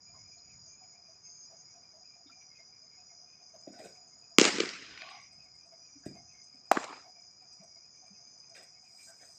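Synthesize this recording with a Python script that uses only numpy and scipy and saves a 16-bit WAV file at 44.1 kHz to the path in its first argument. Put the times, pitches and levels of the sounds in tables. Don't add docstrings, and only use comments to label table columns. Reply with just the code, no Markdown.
import sys
import numpy as np
from scipy import signal
from scipy.fft import rfft, irfft, next_fast_len
from scipy.io import wavfile
from scipy.ndimage import uniform_filter1d

SR = 44100
rng = np.random.default_rng(int(sys.argv[2]) if len(sys.argv) > 2 else 0)


def waveform_to_disk(signal):
    frames = np.transpose(np.atleast_2d(signal))
    scaled = np.clip(frames, -1, 1) * 32767
    samples = np.round(scaled).astype(np.int16)
    wavfile.write(sys.argv[1], SR, samples)


N = 413655
TIME = np.arange(N) / SR


def amp(db):
    return 10 ** (np.asarray(db) / 20)


def unit(x):
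    return x / np.sqrt(np.mean(x ** 2) + 1e-20)


def read(points, hz):
    point_hz, value = np.transpose(points)
    return np.interp(np.log(hz + 1), np.log(point_hz + 1), value)


def add(mix, start_s, sound):
    part = mix[max(round(start_s * SR), 0):][:len(sound)]
    part += sound[:len(part)]


def swell(middle_s, half_width_s):
    return np.exp(-((TIME - middle_s) / half_width_s) ** 2)


def drift(corner_hz):
    size = next_fast_len(N, real=True)
    spectrum = rfft(rng.standard_normal(size))
    low_pass = 1 / (1 + (np.fft.rfftfreq(size, 1 / SR) / corner_hz) ** 4)
    return unit(irfft(spectrum * low_pass, size)[:N])


def colour(x, points, size=2048):
    hz = abs(np.fft.fftfreq(size, 1 / SR))
    log_gain = np.log(amp(read(points, hz)))
    taps = np.fft.ifft(np.exp(np.conj(signal.hilbert(log_gain)))).real[:size // 2]
    return signal.fftconvolve(x, taps / np.linalg.norm(taps))[:len(x)]


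def grit(size, spread_db):
    strength = np.repeat(rng.standard_normal(size // 20 + 1), 20)[:size]
    return unit(rng.standard_normal(size) * amp(spread_db * np.clip(strength, -2, 2)))


def patchy(x, depth_db):
    spectrum = signal.stft(x, SR, nperseg=512, noverlap=384)[2]
    field = uniform_filter1d(rng.standard_normal(spectrum.shape), 9, 1)
    field = uniform_filter1d(field, 3, 0)
    gain = unit(amp(depth_db * np.clip(unit(field), -2, 1.5)))
    return signal.istft(spectrum * gain, SR, nperseg=512, noverlap=384)[1][:len(x)]


def scatter(x, t60, wet):
    t = TIME[:SR // 2]
    tail = rng.standard_normal(len(t)) * amp(-60 * t / t60)
    return x + wet * signal.fftconvolve(x, tail / np.linalg.norm(tail))[:len(x)]


def thump(hz, length):
    t = np.arange(int(2 * length * SR)) / SR
    u = t / (.4 * length)
    return u ** 2 * np.exp(1 - u ** 2) * np.sin(2 * np.pi * hz * t)


# pitch_hz [Hz], relative level_db [dB]
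AIR_SPECTRUM = [(20, -16), (45, -2), (70, 3.5), (150, 4), (300, -4), (700, -7), (1200, -6.5), (2000, -14.5),
                (3200, -24.5), (4300, -22), (7200, -18), (8800, -43), (12000, -39), (14500, -45)]
# middle_s [s], half_width_s [s], level_db [dB]
GUSTS = [(.2, .16, -63), (.58, .11, -62), (4.92, .05, -64), (5.4, .18, -69), (6.15, .16, -65)]
CALM_DB = -80.5


def night_air():
    wash = colour(rng.standard_normal(N), AIR_SPECTRUM) * amp(-71.5 + .8 * drift(2))
    rumble_spectrum = [(20, -8), (55, 4), (110, -2), (180, -7.5), (350, -27), (1000, -65)]
    rumble = colour(rng.standard_normal(N), rumble_spectrum)
    gusts = sum(amp(db) * swell(middle, half_width) for middle, half_width, db in GUSTS)
    return wash + rumble * (amp(CALM_DB) + gusts)


def croak(hz, length, rasp_hz):
    t = TIME[:int(length * SR)]
    turns = np.cumsum(hz + rasp_hz * rng.standard_normal(len(t))) / SR
    return np.hanning(len(t)) * np.sin(2 * np.pi * turns)


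def frogs(hz, spread_hz, per_s, length, level_db, rasp_hz):
    out = np.zeros(N)
    draws = rng.uniform(-1.3, 1, (int(per_s * N / SR), 4))
    for k, (when, pitch, size, span) in enumerate(draws):
        note = croak(hz + spread_hz * pitch, length * 2 ** (.6 * span), rasp_hz)
        add(out, (k + .5 + when) / per_s, amp(6 * size) * note)
    return amp(level_db) * unit(out)


# time_s [s], gain_db [dB]
PEEPER_GAIN = [(0, -3), (.75, 2), (1.75, -8), (2.3, 3), (4, -3), (6.2, 1), (7.7, -3), (9.38, 0)]
# pitch_hz [Hz], half_width_hz [Hz], mean level_db [dB]
MURMUR = [(720, 55, -79), (2330, 170, -83)]
# start_s [s], pitch_hz [Hz], length_s [s], level_db [dB]
CROAKS = [(1.49, 670, .08, -58), (3.527, 634, 0.053, -51), (5.71, 660, 0.049, -55.5),
          (6.14, 720, .055, -54), (7.021, 729, 0.11, -55.5), (7.611, 626, 0.051, -56)]


def pond():
    out = frogs(hz=705, spread_hz=50, per_s=9, length=.055, level_db=-74.5, rasp_hz=380)
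    peepers = frogs(hz=2370, spread_hz=170, per_s=20, length=.07, level_db=-75, rasp_hz=520)
    out += peepers * amp(np.interp(TIME, *np.transpose(PEEPER_GAIN)))
    for hz, width_hz, db in MURMUR:
        out += amp(db + 4 * drift(7)) * drift(width_hz) * np.sin(2 * np.pi * hz * TIME)
    for start, hz, length, db in CROAKS:
        add(out, start, amp(db) * croak(hz, length, rasp_hz=464))
    return scatter(out, t60=0.27, wet=.5)


def katydid(start=3.49, hz=8100, rate=8.57, quicken=.17, tick_share=.035, level_db=-75):
    t = np.maximum(TIME - start, 0)
    u = (rate * t + .5 * quicken * t ** 2) % 1 / tick_share
    ticks = u * np.exp(1 - u) * amp(level_db + 3 * drift(4))
    return scatter(ticks * drift(130) * np.sin(2 * np.pi * hz * TIME), t60=.35, wet=.9)


def wing_tone(phase, pitch, depth):
    pulse = 1 - depth + depth * np.sin(np.pi * phase) ** 2
    return pulse * np.sin(2 * np.pi * np.cumsum(pitch) / SR)


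def cricket(hz, strokes, sag_hz, depth, wander_hz, wet):
    phase = np.cumsum(strokes * (1 + .012 * drift(3))) / SR % 1
    pitch = hz + sag_hz * (.5 - phase) + wander_hz * drift(6)
    return unit(scatter(wing_tone(phase, pitch, depth), t60=.3, wet=wet))


def song(rows, strokes, sag_hz, depth, jitter_hz, flutter_db, ramp_s, wet):
    out = np.zeros(N)
    jitter, flutter = jitter_hz * drift(90), unit(amp(flutter_db * drift(14)))
    for (start, length, hz, db), (place, turn) in zip(rows, rng.random((len(rows), 2))):
        t = TIME[:int((length + ramp_s) * SR)]
        first = int(place * N / 2)
        part = slice(first, first + len(t))
        phase = (strokes * t + turn) % 1
        pitch = hz + sag_hz * (.5 - phase) + jitter[part]
        wing = unit(wing_tone(phase, pitch, depth))
        gate = np.clip(np.minimum(t, t[-1] - t) / ramp_s, 0, 1)
        add(out, start - ramp_s / 2, amp(db) * gate * flutter[part] * wing)
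    return scatter(out, t60=.16, wet=wet) / np.hypot(1, wet)


# pitch_hz [Hz], rate [chirps per s], middle level_db [dB]
SINGERS = [(5760, 9, -69), (6350, 9, -70.5), (6770, 7, -72.5)]
CHIRP_S, CHIRP_SPREAD_HZ, CHIRP_SPREAD_DB = .06, 130, 4


def stray_chirps():
    rows = []
    for hz, per_s, db in SINGERS:
        draws = rng.uniform(-1, 1, (int(per_s * N / SR), 4))
        for k, (when, span, pitch, size) in enumerate(draws):
            start, length = (k + .5 + when) / per_s, CHIRP_S * 2 ** (.5 * span)
            rows.append((start, length, hz + CHIRP_SPREAD_HZ * pitch, db + CHIRP_SPREAD_DB * size))
    return rows


# pitch_hz [Hz], mean level_db [dB], rate [wing strokes per s]
CHORUS = [(4800, -76, 52), (4930, -64, 37), (4964, -64.5, 63), (5046, -63.5, 44), (5097, -67.5, 75)]
# pitch_hz [Hz], mean level_db [dB], rate [wing strokes per s]
DRONES = [(5750, -74, 31), (6260, -77, 58), (6850, -76.5, 70)]
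# start_s [s], length_s [s], pitch_hz [Hz], level_db [dB before a lift]
TRILLS = [(0, 0.25, 6810, -64.5), (0.32, 0.65, 6805, -63.0), (1.24, 0.49, 6845, -63.0),
          (1.24, 0.22, 6385, -58.5), (3.22, 0.4, 6250, -64.5), (3.58, 0.8, 6845, -64.0),
          (5.84, 0.32, 6845, -66.5), (6.15, 0.32, 6250, -63.5), (7.9, 0.68, 6250, -63.0),
          (9.2, 0.18, 6230, -64.5)]
# start_s [s], length_s [s], pitch_hz [Hz], level_db [dB]
CHIRPS = [(0.16, 0.08, 5755, -64.0), (0.6, 0.11, 5720, -63.5), (0.67, 0.09, 6350, -57.5),
          (1.46, 0.09, 5760, -62.5), (1.56, 0.06, 6395, -60.0), (1.64, 0.16, 5745, -63.5),
          (2.0, 0.45, 6820, -66.5), (2.38, 0.12, 5800, -60.5), (2.92, 0.28, 6785, -64.5),
          (3.05, 0.19, 5805, -62.0), (5.13, 0.17, 5770, -62.5), (5.78, 0.22, 5765, -61.0),
          (7.5, 0.32, 5745, -62.5)]


def crickets():
    far = np.zeros(N)
    for hz, db, rate in CHORUS:
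        far += amp(db) * cricket(hz, rate, sag_hz=300, depth=1, wander_hz=28, wet=1.9)
    far *= amp(1.1 * drift(10))
    for hz, db, rate in DRONES:
        drone = cricket(hz, rate, sag_hz=110, depth=.6, wander_hz=22, wet=1.9)
        far += amp(db + 3 * drift(8)) * drone
    trills = song(TRILLS, strokes=152, sag_hz=70, depth=.35, jitter_hz=12, flutter_db=1.2, ramp_s=.04, wet=.35)
    chirps = song(CHIRPS + stray_chirps(), strokes=48, sag_hz=110, depth=.5, jitter_hz=42,
                  flutter_db=1.6, ramp_s=.025, wet=.6)
    haze_spectrum = [(3800, -60), (4500, -19), (4950, 6), (5350, -9.5), (5800, 2), (6400, 3.5),
                     (6900, 7), (7300, -17), (8500, -50)]
    haze = patchy(colour(rng.standard_normal(N), haze_spectrum), depth_db=4.5)
    return far + amp(.7) * trills + chirps + amp(-71.5) * haze


# start_s [s], pitch_hz [Hz], length_s [s], level_db [dB]
CLINKS = [(0.135, 1040, .07, -63), (0.38, 4300, 0.024, -63), (2.265, 3670, 0.046, -64),
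          (2.294, 1340, 0.025, -58.5), (3.73, 1506, 0.068, -62), (3.834, 1510, .11, -63),
          (6.03, 1620, .08, -62), (8.98, 2350, .1, -59), (9.07, 1550, .09, -60)]


def clinks():
    out = np.zeros(N)
    for start, hz, length, db in CLINKS:
        u = np.arange(int(2 * length * SR)) / (length * SR / 4)
        turns = np.cumsum(hz + 650 * rng.standard_normal(len(u))) / SR
        add(out, start, amp(db) * u * np.exp(1 - u) * np.sin(2 * np.pi * turns))
    return out


# pitch_hz [Hz], relative level_db [dB]
SAND_SPECTRUM = [(500, -35), (3000, -17), (4000, -6), (6000, 1), (8400, 9.5), (10000, -17), (14000, -12)]
# middle_s [s], half_width_s [s], level_db [dB]
SLIDES = [(8.99, .13, -67.5), (9.05, .055, -58.5), (9.33, .17, -65)]


def slides():
    hiss = patchy(colour(grit(N, spread_db=4.5), SAND_SPECTRUM), depth_db=5)
    hiss *= unit(amp(1.3 * drift(30)))
    return hiss * sum(amp(db) * swell(middle, half_width) for middle, half_width, db in SLIDES)


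# start_s [s], level_db [dB], pitch_hz [Hz], length_s [s]
STEPS = [(2.256, -53.5, 274, 0.019), (3.671, -41, 600, .012), (3.674, -36.5, 285, 0.01),
         (3.699, -44, 235, .02), (5.949, -53, 280, 0.04), (6.06, -39, 580, .008),
         (6.0634, -26, 235, 0.0062), (6.094, -47, 185, .022), (6.134, -48, 185, .02),
         (6.541, -54, 239.4, 0.024), (7.592, -52, 185, 0.037), (8.101, -52, 195, 0.038)]
# start_s [s], length_s [s], crunch_db [dB], gravel_db [dB], sand_db [dB]
SCUFFS = [(3.666, .03, -55, -68, -85), (3.724, .07, -60, -69, -82), (3.784, .044, -49, -60, -63),
          (3.832, .049, -49.5, -60, -59), (6.054, .025, -64, -63, -59), (8.545, .06, -60, -54, -63),
          (8.622, .022, -65, -63, -59), (9.2, .06, -66, -65, -72)]
# pitch_hz [Hz], relative level_db [dB]
CRUNCH_SPECTRUM = [(100, -12), (450, -2), (600, 5), (730, 6), (900, -20), (3000, -40)]
# pitch_hz [Hz], relative level_db [dB]
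GRAVEL_SPECTRUM = [(600, -28), (1100, -20), (1520, 0), (1700, -6), (1900, 3), (2150, -4), (2450, 2),
                   (3000, -17), (3700, -8), (8000, -42)]


def feet():
    thuds, crunch, gravel, sand = np.zeros((4, N))
    for start, db, hz, length in STEPS:
        add(thuds, start, amp(db) * thump(hz, length))
    for start, length, *levels_db in SCUFFS:
        u = np.arange(int(3 * length * SR)) / (0.363 * length * SR)
        for layer, db in zip((crunch, gravel, sand), levels_db):
            add(layer, start, amp(db) * u * np.exp(1 - u) * grit(len(u), spread_db=4.5))
    scrape = colour(crunch, CRUNCH_SPECTRUM) + colour(gravel, GRAVEL_SPECTRUM) + colour(sand, SAND_SPECTRUM)
    return scatter(thuds, t60=0.33, wet=.48) + scatter(patchy(scrape, depth_db=4.5), t60=.42, wet=0.36)


# pitch_hz [Hz], relative level_db [dB]
STANDS_SPECTRUM = [(200, -11), (450, -15), (740, -4), (1130, 2), (1320, -9), (1500, 3), (1680, -7),
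                   (2350, 5), (4000, -2), (6000, -12), (8000, -40)]
# middle_s [s], half_width_s [s], pitch_hz [Hz], half_bandwidth_hz [Hz], level_db [dB]
FAR_BANDS = [(4.545, .04, 280, 110, -42), (4.99, .08, 1490, 55, -62), (5.03, .035, 2450, 150, -52),
             (5.04, .025, 690, 90, -55), (5.11, .09, 1120, 70, -56), (5.14, .05, 770, 80, -54),
             (5.18, .09, 2170, 200, -60), (6.895, .055, 1020, 200, -50), (6.94, .05, 2350, 200, -59)]


def far_echo(middle_s=5.05, half_width_s=0.13, level_db=-52.5):
    rush = patchy(colour(grit(N, spread_db=4), STANDS_SPECTRUM), depth_db=4)
    out = amp(level_db) * rush * swell(middle_s, half_width_s)
    for middle, half_width, hz, band_hz, db in FAR_BANDS:
        band = unit(drift(band_hz) * np.sin(2 * np.pi * hz * TIME))
        out += amp(db) * swell(middle, half_width) * band
    return out


# pitch_hz [Hz], t60_s [s]
FIELD_T60 = [(100, 1.56), (350, 1.05), (850, 0.46), (1700, 1.4), (2600, 1.48), (5500, 1.16), (7500, 0.78),
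             (12000, 0.25)]


def field_ring(start_s, level_db, spectrum, hold, early_share, late_db, late_share, reach, grain_db, patch_db):
    out, t = np.zeros(N), TIME[:2 * SR]
    noise = patchy(colour(grit(len(t), grain_db), spectrum), patch_db)
    hz, frames, z = signal.stft(noise, SR, nperseg=256)
    age = np.maximum(frames - hold, 0)
    t60 = read(FIELD_T60, hz)[:, None]
    early = amp(-60 * age / (t60 * early_share))
    late = amp(late_db - 60 * age / (t60 * late_share))
    ring = signal.istft(z * np.hypot(early, late), SR, nperseg=256)[1][:len(t)]
    ring *= unit(amp(1.1 * drift(110)))[:len(t)]
    onset, out_of_reach = 1 - np.exp(-t / .007), np.exp(-(t / reach) ** 4)
    add(out, start_s, amp(level_db) * ring * onset * out_of_reach)
    return out


BURST_SIZE, LEAD = 2048, 256


def burst(length, spectrum_db):
    u = (np.arange(BURST_SIZE) - LEAD) / (length * SR)
    envelope = np.exp(-(2 * u - 1) ** 8)
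    z = rng.standard_normal(BURST_SIZE)
    for _ in range(12):
        z = np.tanh(2 * z / abs(z).max()) * envelope
        z = irfft(np.exp(1j * np.angle(rfft(z))) * amp(spectrum_db))
    z *= np.clip(1 + 10 * u, 0, 1) ** 2
    return z * np.sqrt(length * SR) / np.linalg.norm(z)


# pitch_hz [Hz], gain_db [dB]
REBOUND_GAIN = [(7500, 1), (9000, -5.5), (10500, -23)]
# pitch_hz [Hz], gain rate [dB per s of delay]
TRAVEL_GAIN = [(400, 0), (800, -45), (1250, -20), (1750, 18), (2700, -20), (4500, 9), (6000, -18),
               (7500, -26), (14000, -18)]
FACET_T60_S, FACET_WET, POCKET_WET = .014, .65, .25


def leather_hit(leather, crack_db, crack_len, tilt_db, thump_db, hz, thump_len, delay):
    hit, f = np.zeros(2 * BURST_SIZE), np.fft.rfftfreq(BURST_SIZE, 1 / SR)
    add(hit, LEAD / SR - thump_len / 10, amp(thump_db) * thump(hz, thump_len))
    hit = signal.sosfilt(signal.butter(4, 175, "high", fs=SR, output="sos"), hit)
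    path_db = (delay > 0) * read(REBOUND_GAIN, f) + delay * read(TRAVEL_GAIN, f)
    crack = burst(crack_len, read(leather, f) + tilt_db * np.log2(f + 1) + path_db)
    wet = FACET_WET if delay > 0 else POCKET_WET
    add(hit, 0, amp(crack_db) * scatter(crack, FACET_T60_S, wet))
    return hit


def catch(pop, echoes, smear, leather):
    out = np.zeros(N)
    start, *blow = pop
    crack_len, hz, thump_len, smear_per_s = smear
    add(out, start - LEAD / SR, leather_hit(leather, *blow, delay=0))
    for arrival, crack_db, tilt_db, thump_db in echoes:
        delay = arrival - start
        longer = smear_per_s * delay
        echo = leather_hit(leather, crack_db, crack_len + longer, tilt_db, thump_db, hz, thump_len + longer, delay)
        add(out, arrival - LEAD / SR, echo)
    return out


# start_s [s], crack_db [dB], crack_length_s [s], brightness [dB per octave],
# thump_db [dB], thump_hz [Hz], thump_length_s [s]
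GLOVE_POP = (6.7139, -19.5, .0064, 1.5, -8.8, 775, .008)
# arrival_s [s], crack_db [dB], brightness [dB per octave], thump_db [dB]
GLOVE_ECHOES = [(6.728, -42, 1, -41), (6.7595, -38, -1, -35), (6.7697, -22, -3, -26), (6.783, -42, -2, -39),
                (6.8305, -46, 4, -54), (6.8395, -38.5, 4.5, -45), (6.926, -45.5, -1, -46)]
# crack_length_s [s], thump_hz [Hz], thump_length_s [s], smear [s per s of delay]
GLOVE_SMEAR = (.0045, 830, .0058, .012)
# pitch_hz [Hz], relative level_db [dB]
SLAP_SPECTRUM = [(100, -30), (250, -1), (480, 1), (1150, 4), (1700, -4.5), (2400, -10), (3500, -23),
                 (7500, -19.5), (9500, -36.5), (14000, -33)]
# pitch_hz [Hz], relative level_db [dB]
GLOVE_TAIL = [(60, -22), (160, -20), (260, -1), (440, -3), (800, 7), (1200, 4), (1800, -8), (2400, -5),
              (3000, -15), (4000, -10), (6300, -14.5), (7400, -9), (10000, -38)]


def glove_catch():
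    pop = catch(GLOVE_POP, GLOVE_ECHOES, GLOVE_SMEAR, SLAP_SPECTRUM)
    ring = field_ring(6.716, level_db=-39.5, spectrum=GLOVE_TAIL, hold=0.012, early_share=.4, late_db=-1.0,
                      late_share=1.9, reach=0.28, grain_db=1.8, patch_db=4.5)
    return pop + ring


# start_s [s], crack_db [dB], crack_length_s [s], brightness [dB per octave],
# thump_db [dB], thump_hz [Hz], thump_length_s [s]
MITT_POP = (4.3846, -7.6, .0021, 0, -5, 305, .0062)
# arrival_s [s], crack_db [dB], brightness [dB per octave], thump_db [dB]
MITT_ECHOES = [(4.3974, -15, 2.5, -25), (4.4013, -24, 3, -45), (4.4056, -25, 5, -45),
               (4.4139, -13.5, 4.5, -7.5), (4.4421, -24, 4, -33), (4.4523, -16, 3, -20),
               (4.5838, -33, 1.5, -24), (4.6012, -26, 1, -22), (4.6033, -24.5, .5, -19),
               (4.6125, -38, 0, -28), (4.634, -41, 0, -26), (4.657, -39, 3, -44), (4.6902, -36.5, 2.5, -48),
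               (4.9745, -46, -2.5, -67), (5.018, -42.5, -3, -67), (5.0875, -51, -3, -64)]
# crack_length_s [s], thump_hz [Hz], thump_length_s [s], smear [s per s of delay]
MITT_SMEAR = (.001, 365, .0062, .006)
# pitch_hz [Hz], relative level_db [dB]
CRACK_SPECTRUM = [(150, -28), (720, -14), (1150, 4), (1450, -1), (1720, -13), (2150, 3), (3200, 2),
                  (3800, -8), (4200, -3), (5500, -5), (7200, -3.5), (8200, -14), (9500, -29), (14000, -25)]
# pitch_hz [Hz], relative level_db [dB]
MITT_TAIL = [(40, -19), (90, -18), (170, -6), (280, 2.5), (730, -1), (1150, -1), (1700, 0), (2300, .5),
             (3500, -7), (5000, -2), (6200, -7), (7500, -6.5), (8900, -20.5), (10000, -46), (14000, -58)]
# pitch_hz [Hz], relative level_db [dB]
WALL_TAIL = [(60, -20), (150, -5), (250, 5), (430, 2), (720, -26), (1500, -4), (4000, -12), (7500, -13),
             (9500, -55)]


def mitt_catch():
    pop = catch(MITT_POP, MITT_ECHOES, MITT_SMEAR, CRACK_SPECTRUM)
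    ring = field_ring(4.386, level_db=-28.5, spectrum=MITT_TAIL, hold=0.1, early_share=0.1, late_db=-4.6,
                      late_share=1.13, reach=.75, grain_db=1.8, patch_db=3)
    wash = field_ring(4.6, level_db=-41, spectrum=WALL_TAIL, hold=.03, early_share=.25, late_db=-12,
                      late_share=.8, reach=.4, grain_db=1.5, patch_db=3.5)
    return pop + ring + wash


def scene():
    night = night_air() + pond() + katydid() + crickets()
    mound = clinks() + slides() + feet()
    catches = far_echo() + glove_catch() + mitt_catch()
    return np.tile(night + mound + catches, (2, 1))


EDGE_HZ = 14900


def record(dry):
    filtered = signal.sosfilt(signal.butter(2, 100, "high", fs=SR, output="sos"), dry)
    held = filtered / (1 + (filtered / .92) ** 12) ** (1 / 12)
    low_pass = signal.firwin(255, EDGE_HZ, window=("kaiser", 8), fs=SR)
    return signal.oaconvolve(held, low_pass[None], "same")


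dry = scene()
out = record(dry)
waveform_to_disk(out)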